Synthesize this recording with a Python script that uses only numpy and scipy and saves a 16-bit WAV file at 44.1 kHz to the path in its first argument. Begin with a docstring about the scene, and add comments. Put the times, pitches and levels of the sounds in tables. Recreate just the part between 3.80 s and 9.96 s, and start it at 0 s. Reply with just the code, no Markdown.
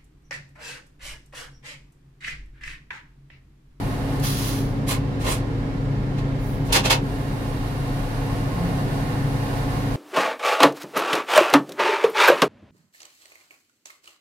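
"""A thin hiss of leaking air over a deep drone: the cab of an idling diesel vehicle with its air brake on.
The brake is released: the cylinders empty with a loud hiss, then the valve spits twice and whistles.
The brake is put on again: after a few soft puffs, three hard blasts of air refill the cylinders.
While they hold pressure the leak hisses on and slowly grows. The engine drones through the floor
the whole time."""
import sys
import numpy as np
from scipy import signal
from scipy.fft import rfft, irfft
from scipy.io import wavfile
from scipy.ndimage import uniform_filter1d

SR = 44100
rng = np.random.default_rng(int(sys.argv[2]) if len(sys.argv) > 2 else 0)


def inscribe(sig):
    """Save sig as 16-bit PCM at rate SR to the path in sys.argv[1].

    A 1-D sig is mono; a 2-D sig holds one channel per row.
    Samples are clipped to [-1, 1] before scaling.
    """
    pcm = np.round(np.clip(np.atleast_2d(sig).T, -1, 1) * 32767)
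    wavfile.write(sys.argv[1], SR, pcm.astype(np.int16))


N = 271656
TIME = np.arange(N) / SR
FREQ = np.maximum(np.fft.rfftfreq(N, 1 / SR), 1)
SIDES = np.array([[1], [-1]])  # plus for left, minus for right

# puffs and blasts that fill the cylinders; more tilt sounds brighter
# (time [s], opening time [s], level [dB], tilt [dB per octave])
PUFFS = [(2.366, 0.023, -40, -1), (2.835, 0.039, -46, 7), (2.875, 0.037, -30, -4.5),
         (2.92, 0.0094, -14.5, 3), (2.943, 0.016, -13.5, 0.1), (3.028, 0.034, -20, -0.5),
         (3.095, 0.014, -12, 0.5)]
# tone of the feed valve: (frequency [Hz], relative level [dB])
FEED_TONE = [(380, -2.5), (470, -2), (720, -2), (900, 0), (1450, -2.5), (2000, -3.5), (2900, -1.5),
             (3700, -3.5), (5200, -6), (8500, -12.5), (11200, -14), (13500, -20), (16000, -27)]
# pitches at which that valve and its pipe ring: (frequency [Hz], width [Hz], boost [dB])
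FEED_RESONANCES = [(480, 77, 5), (788, 50, 6.5), (904, 59, 6.5), (2607, 40, 8.5), (2810, 61, 5),
                   (3090, 37, 4), (3460, 41, 6), (3680, 50, 5.5), (4170, 50, 8)]

# air let out of the exhaust port:
# (time [s], opening time [s], hold time [s], level before the surge is added [dB], tilt [dB per octave])
VENTS = [(0.411, 0.047, 0.24, -32, 0), (2.55, 0.14, 0.034, -50.5, 5)]
# tone of the exhaust port: (frequency [Hz], relative level [dB])
EXHAUST_TONE = [(1100, 2.5), (2200, -3), (3200, 1), (4900, -1), (6200, -1), (7700, -8.5), (9300, -7),
                (10400, 1), (11900, -6.5), (13500, -4.5), (16000, -8)]

# ticks and spits during release: (time [s], opening time [s], level [dB], tilt [dB per octave])
SPITS = [(.394, 0.0069, -38, 4), (1.059, .05, -23.5, 0.4), (1.385, 0.043, -35, -1.5),
         (1.435, 0.039, -27, -2), (1.46, 0.059, -29, 1)]
# tone of the seat, the rim that the valve shuts against: (frequency [Hz], relative level [dB])
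SEAT_TONE = [(400, 3.5), (700, 0.5), (1020, 4.5), (1500, -4), (2400, -1.5), (3500, -1.5), (5200, -6.5),
             (7500, -7), (11500, -8.5), (12800, -12), (16000, -19)]
# airy whistles at the seat: (time [s], frequency [Hz], half width [Hz], level [dB])
WHISTLES = [(1.071, 10900, 480, -31), (1.498, 9210, 200, -32), (1.505, 7650, 250, -40)]

# when the brake holds pressure: (start [s], end [s], starting hiss level [dB], starting rush level [dB])
BRAKE_HOLDS = [(-.2, 0.462, -47, -39), (3.176, 6.3, -48.5, -42)]
# tone of the hiss at the leaking gap: (frequency [Hz], relative level [dB])
GAP_TONE = [(1500, -4), (2800, 2.5), (4200, 7), (5500, -2), (7600, -4), (9000, -1.5), (10500, 0),
            (12500, -3.5), (14500, -6), (16000, -9.5)]
# pitches at which the gap rings: (frequency [Hz], width [Hz], boost [dB])
GAP_RESONANCES = [(2800, 98, 13), (6660, 60, 10), (8200, 195, 7.5), (9787, 260, 6.5), (11000, 440, 2.5),
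                  (11940, 80, 8), (13100, 224, 6)]
# tone of the rush in the pipe that feeds the leak: (frequency [Hz], relative level [dB])
PIPE_TONE = [(250, -17), (480, 5.5), (660, 8), (820, 7), (950, 2.5), (1250, 2), (1450, 1.5), (1950, -0.5),
             (2700, -10.5), (6000, -16)]

# hums of the engine and the parts it drives: (frequency [Hz], level [dB], waver [dB])
ENGINE_HUMS = [(27, -46, 1), (31.3, -40, 7), (40.1, -34.5, 1), (50.8, -44, 6), (55.05, -39.5, 3),
               (109.1, -30.5, 0.55), (137.5, -30.5, 2.5), (149.2, -39.5, 0), (160.8, -46, 2),
               (173.5, -41, 6), (200, -46, 4.5), (212.5, -43.5, 1.5), (264.5, -48, 3), (274, -33.5, 1)]
# tone of the cab's rumble: (frequency [Hz], relative level [dB])
RUMBLE_TONE = [(14, -17.5), (28, -6), (45, 5), (100, -2.5), (138, 8), (185, -1), (295, 2), (330, -9),
               (400, -4), (620, -10.5), (1000, -17), (1250, -22)]
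# tone of the engine noise that comes through the air: (frequency [Hz], relative level [dB])
CLATTER_TONE = [(400, -40), (1000, -3.5), (1600, -0.5), (2500, -8), (4500, -14.5), (8000, -25.5),
                (11500, -29), (14000, -37.5), (16000, -43)]
# pitches that the cab's air spaces and panels boost or weaken: (frequency [Hz], width [Hz], boost [dB])
CAB_RESONANCES = [(351, 19, 5), (500, 57, 4), (727, 22, 5.5), (847, 32, 7), (970, 23.2, 2), (1066, 23, 8.5),
                  (1117, 4.7, -9)]

# how alike left and right sound: (frequency [Hz], correlation [-1 to 1])
STEREO_LIKENESS = [(40, 0.91), (150, 0.98), (280, 0.92), (500, 0.68), (900, 0.5), (1350, -0.58),
                   (2200, 0.19), (3200, -0.081)]
# which side is louder: (frequency [Hz], left minus right [dB])
STEREO_BALANCE = [(100, 1.25), (250, -0.5), (1000, -2), (2500, -2), (8000, -3), (13000, -4)]


def blasts(fall_s=0.055, ring_hz=925, ring_width_hz=11.4, ring_db=4):
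    """The feed valve snaps open; every puff dies away at the same pace and leaves the pipe ringing."""
    events = [(start, rise, 0, fall_s, db, tilt) for start, rise, db, tilt in PUFFS]
    air = jets(events, colour(FEED_TONE, FEED_RESONANCES), bend=1.12, treble_haste=0.22)
    ring = signal.lfilter(*signal.iirpeak(ring_hz, ring_hz / ring_width_hz, fs=SR), air)
    return air + undb(ring_db) * ring


def venting(surge_db=6.5, surge_s=.085, fall_s=.22):
    """Pent-up air surges out of the exhaust port, flows steadily and fades as the cylinders empty."""
    events = [(start, rise, hold, fall_s, db, tilt) for start, rise, hold, db, tilt in VENTS]
    air = jets(events, colour(EXHAUST_TONE), bend=1.17, treble_haste=0.053)
    surge = sum((TIME > start) * np.exp(-((TIME - start) / surge_s) ** 2) for start, *_ in VENTS)
    return air * undb(surge_db * surge)


def spits(fall_ratio=1.58):
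    """Air spits out as the valve lifts and settles again; the slower it opens, the slower it shuts."""
    events = [(start, rise, 0, fall_ratio * rise, db, tilt) for start, rise, db, tilt in SPITS]
    return jets(events, colour(SEAT_TONE), bend=1.33, treble_haste=0.25)


def whistles(rise_s=0.019, fall_s=0.057):
    """The nearly shut valve sings in narrow bands of noise."""
    out = np.zeros((2, N))
    for start, hz, half_width, db in WHISTLES:
        band = noise(1 / (1 + ((FREQ - hz) / half_width) ** 2))
        span = slice(int(start * SR), int((start + rise_s + 3 * fall_s) * SR))
        flow = gush(TIME[span] - start, rise_s, 0, fall_s, bend=1.2)
        out[:, span] += undb(db) * flow * band[:, span]
    return out


def leak(hiss_db_per_s=1.42, rush_growth_db=11, rush_settle_s=1.83, flicker_db=0.72):
    """Air rushes along a pipe and hisses out of a narrow gap, louder the longer the brake is on."""
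    hiss = cab_echo(noise(colour(GAP_TONE, GAP_RESONANCES)), echo_db=-2.5)
    rush = cab_echo(noise(colour(PIPE_TONE, CAB_RESONANCES)), echo_db=-7.5)
    out = np.zeros((2, N))
    for start, end, hiss_db, rush_db in BRAKE_HOLDS:
        age = np.clip(TIME - start, 0, end - start)
        gap = hiss * undb(hiss_db + hiss_db_per_s * age)
        pipe = rush * undb(rush_db + rush_growth_db * (1 - np.exp(-age / rush_settle_s)))
        out += plateau(start, end, rise_s=0.12, fall_s=0.03) * (gap + pipe)
    return out * undb(flicker_db * wander(15))


def engine(rumble_db=-28.5, clatter_db=-42.5, firing_hz=27.34, throb_depth=0.066, dip_db=-1.64):
    """The engine shakes the floor and panels; the noise of burning fuel throbs with each firing."""
    throb = 1 + throb_depth * np.cos(2 * np.pi * firing_hz * TIME + .5 * wander(4.1))
    rumble = noise(colour(RUMBLE_TONE, CAB_RESONANCES)) * undb(rumble_db + 0.52 * wander(3.02))
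    clatter = noise(colour(CLATTER_TONE, CAB_RESONANCES)) * undb(clatter_db + 0.43 * wander(9))
    # the low sounds dip for a moment once the brake is back on
    dip = undb(dip_db * plateau(3.14, 4.47, rise_s=0.14, fall_s=0.14))
    return dip * (rumble + drone()) + cab_echo(throb * clatter, echo_db=-2.5)


def drone(drift_rad_per_db=0.18, spread_rad_per_hz=0.00093):
    """Shaft, firing and fan make wavering hums; the higher ones are less in step between left and right."""
    out = np.zeros((2, N))
    for hz, db, waver_db in ENGINE_HUMS:
        phase = 2 * np.pi * (hz * TIME + rng.random())
        phase += drift_rad_per_db * waver_db * wander(4.061)
        swell = unit(undb(waver_db * wander(6)))
        side_shift = SIDES * spread_rad_per_hz * hz * rng.choice([-1, 1])
        out += np.sqrt(2) * undb(db) * swell * np.sin(phase + side_shift)
    return out


def cab_echo(sound, echo_db, decay_s=.11):
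    """Close, hard walls add a short, dense echo that differs between left and right."""
    t = TIME[:int(decay_s * SR)]
    tail = rng.standard_normal((2, len(t))) * undb(-60 * t / decay_s) * (t > .001)
    tail *= undb(echo_db) / np.sqrt(np.sum(tail ** 2, axis=1, keepdims=True))
    echo = signal.fftconvolve(sound, tail, axes=1)[:, :N]
    return (sound + echo) / np.sqrt(1 + undb(2 * echo_db))


def jets(events, gain, bend, treble_haste, flutter_db=1.0):
    """Bursts of swirling air from one opening; as the pressure drops, the high pitches die first."""
    centres_hz = 250 * 2. ** np.arange(7)
    octaves = np.log2(centres_hz / 3000)
    # split the noise into octave bands, so that each can fade at its own pace
    shares = [np.interp(np.log2(FREQ), np.log2(centres_hz), row) for row in np.eye(len(centres_hz))]
    spectrum = noise_spectrum(gain)
    bands = [irfft(spectrum * share, N) for share in shares]
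    band_power = np.mean(unit(gain) ** 2 * np.array(shares), axis=1)
    out = np.zeros((2, N))
    for start, rise, hold, fall, db, tilt in events:
        span = slice(int(start * SR), int((start + rise + hold + 3 * fall) * SR))
        weights = undb(tilt * octaves)
        weights *= undb(db) / np.sqrt(band_power @ weights ** 2)
        for band, weight, octave in zip(bands, weights, octaves):
            band_fall = fall * 2 ** (-treble_haste * octave)
            out[:, span] += weight * band[:, span] * gush(TIME[span] - start, rise, hold, band_fall, bend)
    return out * undb(flutter_db * wander(130))


def gush(t, rise_s, hold_s, fall_s, bend):
    """Air flow that opens smoothly, holds, then drops 20 dB in fall_s; a bend above 1 speeds up the end."""
    opening = np.sin(np.pi / 2 * np.clip(t / rise_s, 0, 1)) ** 2
    closing = undb(-20 * np.clip((t - rise_s - hold_s) / fall_s, 0, 10) ** bend)
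    return opening * closing


def plateau(start, end, rise_s, fall_s):
    """Ramp up to 1 after the start, stay there, ramp down to the end."""
    return np.clip(np.minimum((TIME - start) / rise_s, (end - TIME) / fall_s), 0, 1)


def wander(rate_hz):
    """A smooth random drift with a typical size of 1."""
    targets = rng.standard_normal(int(N / SR * rate_hz) + 3)
    times = TIME[::32]
    zigzag = np.interp(times * rate_hz + rng.random(), np.arange(len(targets)), targets)
    smooth = uniform_filter1d(zigzag, int(.5 / rate_hz / times[1]) + 1)
    return np.interp(TIME, times, unit(smooth))


def noise(gain):
    """Stereo noise with the given gain at each frequency and a typical size near 1."""
    return irfft(noise_spectrum(gain), N)


def noise_spectrum(gain):
    """Spectrum of noise from all around: left and right are alike in the bass, unrelated in the treble."""
    shared, difference = rfft(rng.standard_normal((2, N)))
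    alike = np.clip(curve(STEREO_LIKENESS), -.999, .999)
    both_sides = np.sqrt(1 + alike) * shared + SIDES * np.sqrt(1 - alike) * difference
    return unit(gain) * both_sides / np.sqrt(2)


def colour(tone, resonances=()):
    """Gain at each frequency: a broad shape that fades past its ends, plus narrow peaks or dips."""
    octaves_below = np.maximum(np.log2(tone[0][0] / FREQ), 0)
    octaves_above = np.maximum(np.log2(FREQ / tone[-1][0]), 0)
    db = curve(tone) - 24 * (octaves_below + octaves_above)
    for hz, width, boost_db in resonances:
        db += boost_db / (1 + (2 * (FREQ - hz) / width) ** 2)
    return undb(db)


def curve(points):
    """Join (frequency, value) points with lines, giving each octave equal room."""
    hz, value = np.transpose(points)
    return np.interp(np.log(FREQ), np.log(hz), value)


def undb(db):
    """Turn decibels into a gain to multiply by."""
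    return 10 ** (np.asarray(db) / 20)


def unit(x):
    """Scale to a typical size (root mean square) of 1."""
    return x / np.sqrt(np.mean(x ** 2))


def scene():
    """The brake's air sounds echo in the cab, over the leak and the idling engine."""
    brake = blasts() + spits() + venting() + whistles()
    return cab_echo(brake, echo_db=-4) + leak() + engine()


def record(dry, top_hz=15800):
    """The right side hears more treble; the very highest pitches are cut steeply."""
    heard = irfft(rfft(dry) * undb(SIDES * curve(STEREO_BALANCE) / 2), N)
    return signal.sosfilt(signal.ellip(10, .2, 80, top_hz, fs=SR, output="sos"), heard)


dry = scene()
out = record(dry)
inscribe(out)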